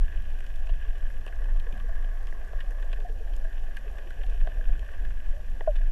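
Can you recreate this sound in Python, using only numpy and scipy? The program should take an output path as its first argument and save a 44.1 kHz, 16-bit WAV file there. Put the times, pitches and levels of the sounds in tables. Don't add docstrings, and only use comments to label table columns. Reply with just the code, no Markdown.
import sys
import numpy as np
from scipy import signal
from scipy.fft import rfft, irfft, next_fast_len
from scipy.io import wavfile
from scipy.ndimage import uniform_filter1d, map_coordinates

SR = 44100
rng = np.random.default_rng(int(sys.argv[2]) if len(sys.argv) > 2 else 0)


def master_out(mix):
    frames = np.transpose(np.atleast_2d(mix))
    ceiling = np.clip(frames, -1, 1)
    pcm = np.round(ceiling * 32767).astype(np.int16)
    wavfile.write(sys.argv[1], SR, pcm)


def voltage_ratio(decibels):
    exponent = np.asarray(decibels, float) / 20
    return 10 ** exponent


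N = 260631

# centre in seconds, level in dB before the deep filter, width in seconds (to 1/e of the power).
SWELLS = [(0, -12.5, 0.083), (0.178, -20, 0.053), (.33, -23.5, 0.14), (0.63, -21.5, 0.23),
          (0.741, -17.5, 0.047), (0.895, -21, 0.097), (1.058, -19.5, 0.067), (1.172, -21, 0.041),
          (1.405, -22, 0.076), (1.546, -17.5, 0.12), (1.7, -24.5, 0.058), (1.963, -22, 0.26),
          (2.3, -26.5, 0.3), (2.581, -20.5, 0.046), (2.686, -21.5, 0.025), (2.922, -24.5, 0.33),
          (3.11, -29, 0.047), (3.34, -23.5, 0.17), (3.447, -19.5, 0.031), (3.62, -23.5, 0.17),
          (3.897, -29.5, 0.034), (4.3, -21, 0.18), (4.433, -15.5, 0.061), (4.591, -20, 0.044),
          (4.701, -14.5, 0.058), (4.796, -22, 0.084), (5.055, -21, 0.15), (5.183, -21.5, 0.035),
          (5.298, -17, 0.052), (5.51, -24, 0.1), (5.7, -38, 0.14), (5.82, -18.5, 0.28)]
# time in seconds, level in dB rms before its wobble.
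CHURN_LEVEL = [(0.1, -41.5), (0.39, -46), (0.8, -43.5), (1.1, -46), (1.56, -42.5), (2.08, -46), (3.04, -51),
               (3.15, -43.5), (3.43, -52), (4.15, -47), (4.6, -44), (5.69, -46.5)]
# time in seconds, lapping in dB rms, far crackle in dB before
WATER = [(0.0, -58, -55.5, -0.36), (0.59, -59.5, -57, -0.94), (1.1, -57, -57.5, -0.41),
         (1.5, -55.5, -55.5, 0.32), (2.11, -57.5, -56.5, 0.76), (2.52, -55.5, -54.5, 0.47),
         (2.78, -56.5, -57, .6), (2.91, -53.5, -55.5, -0.32), (3.0, -55, -61, -0.79),
         (3.3, -54.5, -61.5, -1.2), (3.38, -55, -58.5, -0.49), (3.54, -55.5, -58, -0.9),
         (3.77, -57, -57, -0.089), (4.1, -54.5, -57.5, -0.64), (4.44, -56.5, -56.5, -1),
         (4.92, -56, -56.5, -0.29), (5.12, -57.5, -56.5, -0.59), (5.38, -58, -60, -0.38),
         (5.91, -60.5, -57.5, -0.71)]
# frequency in Hz, relative level in dB.
SURGE_COLOUR = [(3, -45), (8, -4.5), (13, 4), (30, 3), (38, -5), (46, 4), (54, -33), (80, -70)]
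CHURN_COLOUR = [(30, -52), (52, -3.5), (62, 1.5), (68, -2), (77, -8.5), (88, -15), (102, -21), (130, -61)]
SWIRL_COLOUR = [(60, -43), (105, -1.5), (140, -2.5), (170, -7.5), (300, -11.5), (600, -26)]
LAP_COLOUR = [(100, -43), (250, 3.5), (450, -2.5), (800, -1), (1300, -13.5), (2500, -47)]
CRACKLE_COLOUR = [(400, -20), (1000, -1.5), (2000, 3), (3600, -4), (4300, -10), (9000, -22.5), (15000, -28)]
HISS_COLOUR = [(500, 4.5), (2000, 1), (4500, -2.5), (7200, -3), (8600, -8), (10000, -6.5), (12800, -7),
               (14000, -12), (15200, -19)]
# centre in Hz, width in Hz, gain in dB.
HOUSING_MODES = [(436, 170, -3.5), (680, 168, 2.5), (1140, 132, -2), (1661, 172, 2), (2508, 210, -2),
                 (2993, 374, -2), (3580, 110, -14)]
# frequency in Hz, level in dB rms while on (before its scatter),
# random phase step per picture in turns.
WHINE = [(5699, -75, .2), (11398, -74, .3)]
# frequency in Hz, level in dB rms.
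TONES = [(9830, -99), (9890, -94), (11149, -98), (6893, -98)]
# start in seconds, peak in dB, starting pitch in Hz, decay by 60 dB in seconds.
NEAR_RINGS = [(.17, -47.5, 144, 0.15), (.2, -55.5, 210, 0.49), (0.758, -44.5, 133, 0.12),
              (1.485, -52, 900, 0.064), (1.664, -43, 480, 0.083), (1.727, -41, 146, 0.052),
              (1.727, -48, 279, 0.099), (1.73, -50.5, 211, 0.8), (1.885, -47.5, 659, 0.11),
              (2.634, -48, 566, 0.063), (2.982, -46.5, 433, 0.14), (3.046, -36, 718, 0.1),
              (3.065, -47, 1810, 0.03), (3.094, -44.5, 442, .093), (3.203, -44.5, 450, 0.11),
              (3.444, -42.5, 656, 0.1), (3.63, -52.5, 804, .088), (3.843, -45.5, 556, .044),
              (3.865, -43, 426, 0.075), (4.062, -46.5, 343, 0.073), (4.237, -45.5, 750, 0.064),
              (4.45, -46, 618, 0.12), (4.487, -40.5, 633, .027), (4.689, -47, 704, 0.1),
              (4.723, -41.5, 111.4, 0.29), (5.332, -49, 578, 0.14), (5.366, -48.5, 626, 0.16),
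              (5.611, -36, 640, 0.041), (5.676, -37.5, 1030, 0.021), (5.676, -46.5, 276, 0.081),
              (5.677, -43, 1470, 0.03), (5.805, -47, 666, 0.067)]
# start in seconds, level in dB before the path gains, tilt in dB per octave,
# extra ring of the main mode in dB, decay to 1/e in seconds (the tick's is shorter).
SNAPS = [(0.221, -55, 2, 4, 0.004), (0.3874, -50.0, -1, -1.0, 0.0029), (0.404, -47.0, 1, 4, 0.0041),
         (0.465, -52, 2, -7, 0.0037), (0.558, -56.5, 5, -5, 0.0039), (0.6696, -47, -1, -6, 0.0035),
         (0.6905, -45.5, -3, -9, 0.0095), (0.963, -57, -7.5, -7, 0.003), (1.1005, -59.5, 2.1, 18.5, 0.003),
         (1.264, -40.5, -2.5, -2, 0.0024), (1.277, -45.5, 0.5, -1.0, 0.0058), (1.324, -58, -6, 20, 0.0039),
         (1.4413, -54.5, 3, 13, 0.0041), (1.598, -49.5, 2.5, -11, 0.004), (1.724, -48, -0.3, 3, 0.0038),
         (1.776, -54.5, 1.5, 15.5, 0.0046), (1.798, -53, 1.5, -2.0, 0.0055), (2.044, -49, -2, 7.5, 0.0054),
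         (2.27, -48.5, 0, 2.0, 0.0028), (2.324, -54, -8, 19.5, 0.0021), (2.531, -48.5, -8.5, 3, 0.0028),
         (2.604, -45.5, 2.9, 10, 0.0086), (2.7072, -59.5, 1.5, 14, 0.0017), (2.824, -49, 1.5, 9, 0.0055),
         (2.9287, -38.5, -0.5, 1, 0.0061), (3.0016, -50, 0.0, -10.0, 0.0039),
         (3.0954, -53, -3, -12, 0.0026), (3.335, -48.5, -0.5, -2, 0.0043),
         (3.3647, -60.5, 6.5, -8.0, 0.0025), (3.401, -57, -2, 0, 0.0032), (3.442, -54.0, -3, 5, 0.0037),
         (3.7674, -47, 5, 16.5, 0.006), (3.984, -49.5, -2, 9.0, 0.0083),
         (4.1049, -49.5, -0.5, 14.5, 0.0031), (4.217, -58, -3, 15, 0.0026),
         (4.2337, -48.5, 0.0, 5.5, 0.0051), (4.2648, -53, 1, 3, 0.004), (4.297, -55, 4.8, 0.0, 0.0055),
         (4.411, -50, -0.5, 4, 0.0059), (4.4712, -41.5, -7.5, 7.5, 0.0033),
         (4.6089, -53.5, -3, 17.5, 0.0028), (4.793, -48.5, 0.5, -7.0, 0.0038),
         (4.827, -55.5, -8, 15.0, 0.0034), (4.8875, -61, -4, 24, 0.0031), (4.9147, -57, -1, 12, 0.0037),
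         (5.05, -50.5, 0.5, 9.5, 0.0043), (5.1068, -58.0, 1.3, 19.5, 0.0043),
         (5.6066, -40, -6.5, 7.0, 0.0033), (5.707, -54, 0.5, -5, 0.003), (5.7554, -47, -1.5, 4, 0.0037),
         (5.7623, -48.5, 1, 6, 0.0057)]
# octaves above the main mode, gain in dB.
SNAP_PATHS = [(-0.072, -2), (.82, 4), (2.4, -4), (-1.47, 0.5)]
PICTURE_HZ = 60000 / 1001


def unit(x):
    return x / np.sqrt(np.mean(x ** 2) + 1e-20)


def curves(rows):
    s, *columns = np.transpose(rows)
    return [np.interp(np.arange(N) / SR, s, column) for column in columns]


def wobble(rate):
    knots = rng.standard_normal(int(N * rate / SR) + 4)
    return map_coordinates(knots, [np.arange(N) * rate / SR])


def filtered(x, response):
    m = next_fast_len(N + SR // 2)
    return irfft(rfft(x, m) * response(np.fft.rfftfreq(m, 1 / SR)), m)[..., :N]


def coloured(x, points):
    f, v = np.transpose(points)
    return filtered(x, lambda hz: voltage_ratio(np.interp(np.log(hz + 1), np.log(f + 1), v, right=-120)))


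def coloured_noise(points):
    return unit(coloured(rng.standard_normal(N), points))


def band(x, lo_hz, hi_hz):
    sos = signal.butter(2, [lo_hz, min(hi_hz, 20000)], "bandpass", fs=SR, output="sos")
    return signal.sosfilt(sos, x)


def housing(hz):
    response = voltage_ratio(-19)
    for k, (centre, width, db) in enumerate(HOUSING_MODES):
        damping = 1j * hz * width
        response = response + (-1) ** k * voltage_ratio(db) * damping / (centre * centre - hz * hz + damping)
    return response


def blip(hz, rise, t60, glide):
    t = np.arange(int(min(t60, .4) * SR)) / SR
    env = (1 - np.exp(-t / rise)) ** 2 * voltage_ratio(-60 * t / t60)
    bent_time = t + glide * (t - 0.026 * (1 - np.exp(-t / 0.027)))
    return env / env.max() * np.sin(2 * np.pi * hz * bent_time)


def surge():
    t = np.arange(N) / SR
    power = voltage_ratio(-31) ** 2
    for s, db, length in SWELLS:
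        power = power + voltage_ratio(db) ** 2 * np.exp(-(2 * (t - s) / length) ** 2)
    deep = coloured(rng.standard_normal(N), SURGE_COLOUR)
    size = np.abs(signal.hilbert(deep, next_fast_len(N))[:N])
    deep = unit(deep / (uniform_filter1d(size, int(.06 * SR)) + 0.1 * size.mean()) ** 1.2)
    return filtered(np.sqrt(power) * deep, lambda hz: 1 / np.sqrt(1 + (hz / 38) ** 14))


def churn():
    churn_db = curves(CHURN_LEVEL)[0]
    low = coloured_noise(CHURN_COLOUR)
    follow_share = 0.47
    swirl_db = -59.5 + follow_share * (churn_db - churn_db.mean()) + 2.47 * wobble(9)
    swirl = voltage_ratio(swirl_db) * coloured_noise(SWIRL_COLOUR)
    return voltage_ratio(churn_db + 0.47 * wobble(4.5)) * low + swirl


def lapping():
    lap_db = curves(WATER)[0]
    far = np.zeros(N + SR)
    for when, pitch, size in rng.random((700, 3)):
        hz = 280 * 3.2 ** pitch
        ring = blip(hz, 0.5 / hz, 45 / hz, 0.11)
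        far[int(when * N):][:len(ring)] += min((1 - size) ** -.3, 2.6) * ring
    wash = voltage_ratio(1.96 * wobble(18)) * rng.standard_normal(N)
    wash = unit(filtered(coloured(wash, LAP_COLOUR), housing))
    far = unit(filtered(far[:N], housing))
    return voltage_ratio(lap_db) * unit(wash + 0.7 * far)


def far_clicks(count, spread, top, length):
    when, size = rng.random((count, 2)).T
    heights = np.minimum((1 - size) ** -spread, top)
    clicks = np.bincount((when * N).astype(int), heights, N)
    power = signal.lfilter([1], [1, -np.exp(-1 / (length * SR))], clicks ** 2)
    return unit(np.sqrt(power) * rng.standard_normal(N))


def crackle():
    _, crackle_db, turn = curves(WATER)
    bed = unit(voltage_ratio(0.35 * wobble(3.7) + 1.15 * wobble(40)) * rng.standard_normal(N))
    clicks = far_clicks(count=1500, spread=0.47, top=5.1, length=0.0018)
    rung = filtered(coloured(bed + 1.13 * clicks, CRACKLE_COLOUR), housing)
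    murmur = voltage_ratio(crackle_db - 5.0 + 3.5 * turn) * unit(band(rung, 940, 1382))
    flutter = voltage_ratio(crackle_db + 2.5 + 1.16 * wobble(25)) * unit(band(rung, 1417, 1918))
    bright = voltage_ratio(crackle_db - 6.0 - 2.5 * turn + 0.6 * wobble(15)) * unit(band(rung, 2330, 3900))
    ticks = voltage_ratio(-74) * band(far_clicks(count=260, spread=0.53, top=2.9, length=0.0012), 3160, 9700)
    return murmur + flutter + bright + ticks


def circuits():
    t = np.arange(N) / SR
    pictures = t * PICTURE_HZ
    phase, picture = pictures % 1, pictures.astype(int)
    on = uniform_filter1d((np.abs(phase - .72) < .19) * 1., int(0.0013 * SR))
    onset = np.exp(-((phase - .48) / 0.031) ** 2)
    out = voltage_ratio(-66.5 - 2.4 * on + 7.0 * onset) * coloured_noise(HISS_COLOUR)
    for hz, db, turns in WHINE:
        slip = np.cumsum(turns * rng.standard_normal(picture[-1] + 1))[picture]
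        scatter_db = 1.6 * rng.standard_normal(picture[-1] + 1)[picture]
        tone = np.sqrt(2) * np.sin(2 * np.pi * (hz * t + slip))
        out = out + voltage_ratio(db + scatter_db) * on * tone
    for hz, db in TONES:
        out = out + np.sqrt(2) * voltage_ratio(db) * np.sin(2 * np.pi * hz * t)
    return out


def near_rings():
    out = np.zeros(N + SR)
    for s, db, hz, t60 in NEAR_RINGS:
        rise = min(0.029 * t60, 0.0064)
        ring = blip(hz, rise, t60, -0.026)
        out[round(s * SR):][:len(ring)] += voltage_ratio(db) * ring
    return out[:N]


def snaps():
    out = np.zeros(N + SR)
    t = np.arange(SR // 20) / SR
    pulse = np.eye(1, len(t))[0]
    wall = filtered(pulse, housing)[:len(t)]
    paths = np.array([band(band(wall, 1310, 2040), 1500, 2160),
                      band(wall, 2270, 4100),
                      band(pulse, 3200, 11800),
                      band(band(wall, 260, 1010), 260, 1320)])
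    octaves, gain_db = np.transpose(SNAP_PATHS)
    ring, _, tick, _ = np.eye(4)
    lasting = (1 - (1 - 0.85) * tick)[:, None]
    for s, db, tilt_db, ring_db, length in SNAPS:
        decay = np.exp(-(t / (max(length, .0005) * lasting)) ** 1.3)
        burst = rng.standard_normal((4, len(t))) * decay
        heard = signal.fftconvolve(burst, paths, axes=1)[:, :len(t)]
        heard = heard / np.abs(heard).max(axis=1, keepdims=True)
        levels_db = db + gain_db + tilt_db * octaves + ring_db * ring
        levels_db = levels_db - 10.5 * np.log2(length / 0.0035) * tick
        out[round(s * SR):][:len(t)] += voltage_ratio(levels_db) @ heard
    return out[:N]


def gulp():
    out = np.zeros(N + SR)
    t = np.arange(SR // 10) / SR
    start_hz, end_hz, sag_s = 643, 564, 0.024
    rise_s, fade_db_per_s, break_s = 0.0014, 560, 0.039
    hz = end_hz + (start_hz - end_hz) * np.exp(-(t / sag_s) ** 2)
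    size = (1 - np.exp(-t / rise_s)) ** 2 * voltage_ratio(-13 - fade_db_per_s * t)
    size = size * np.exp(-(t / break_s) ** 6)
    out[round(5.6745 * SR):][:len(t)] += size * np.sin(2 * np.pi * np.cumsum(hz) / SR)
    return out[:N]


def scene():
    water = surge() + churn() + lapping()
    return (water + crackle() + snaps() + near_rings() + gulp() + circuits())[None]


def low_pass(x):
    return signal.sosfilt(signal.butter(12, 14880, fs=SR, output="sos"), x)


def record(dry):
    heard = filtered(dry, lambda hz: 1 / np.sqrt(1 + (hz / 14500) ** 32))
    return low_pass(heard)


dry = scene()
out = record(dry)
master_out(out)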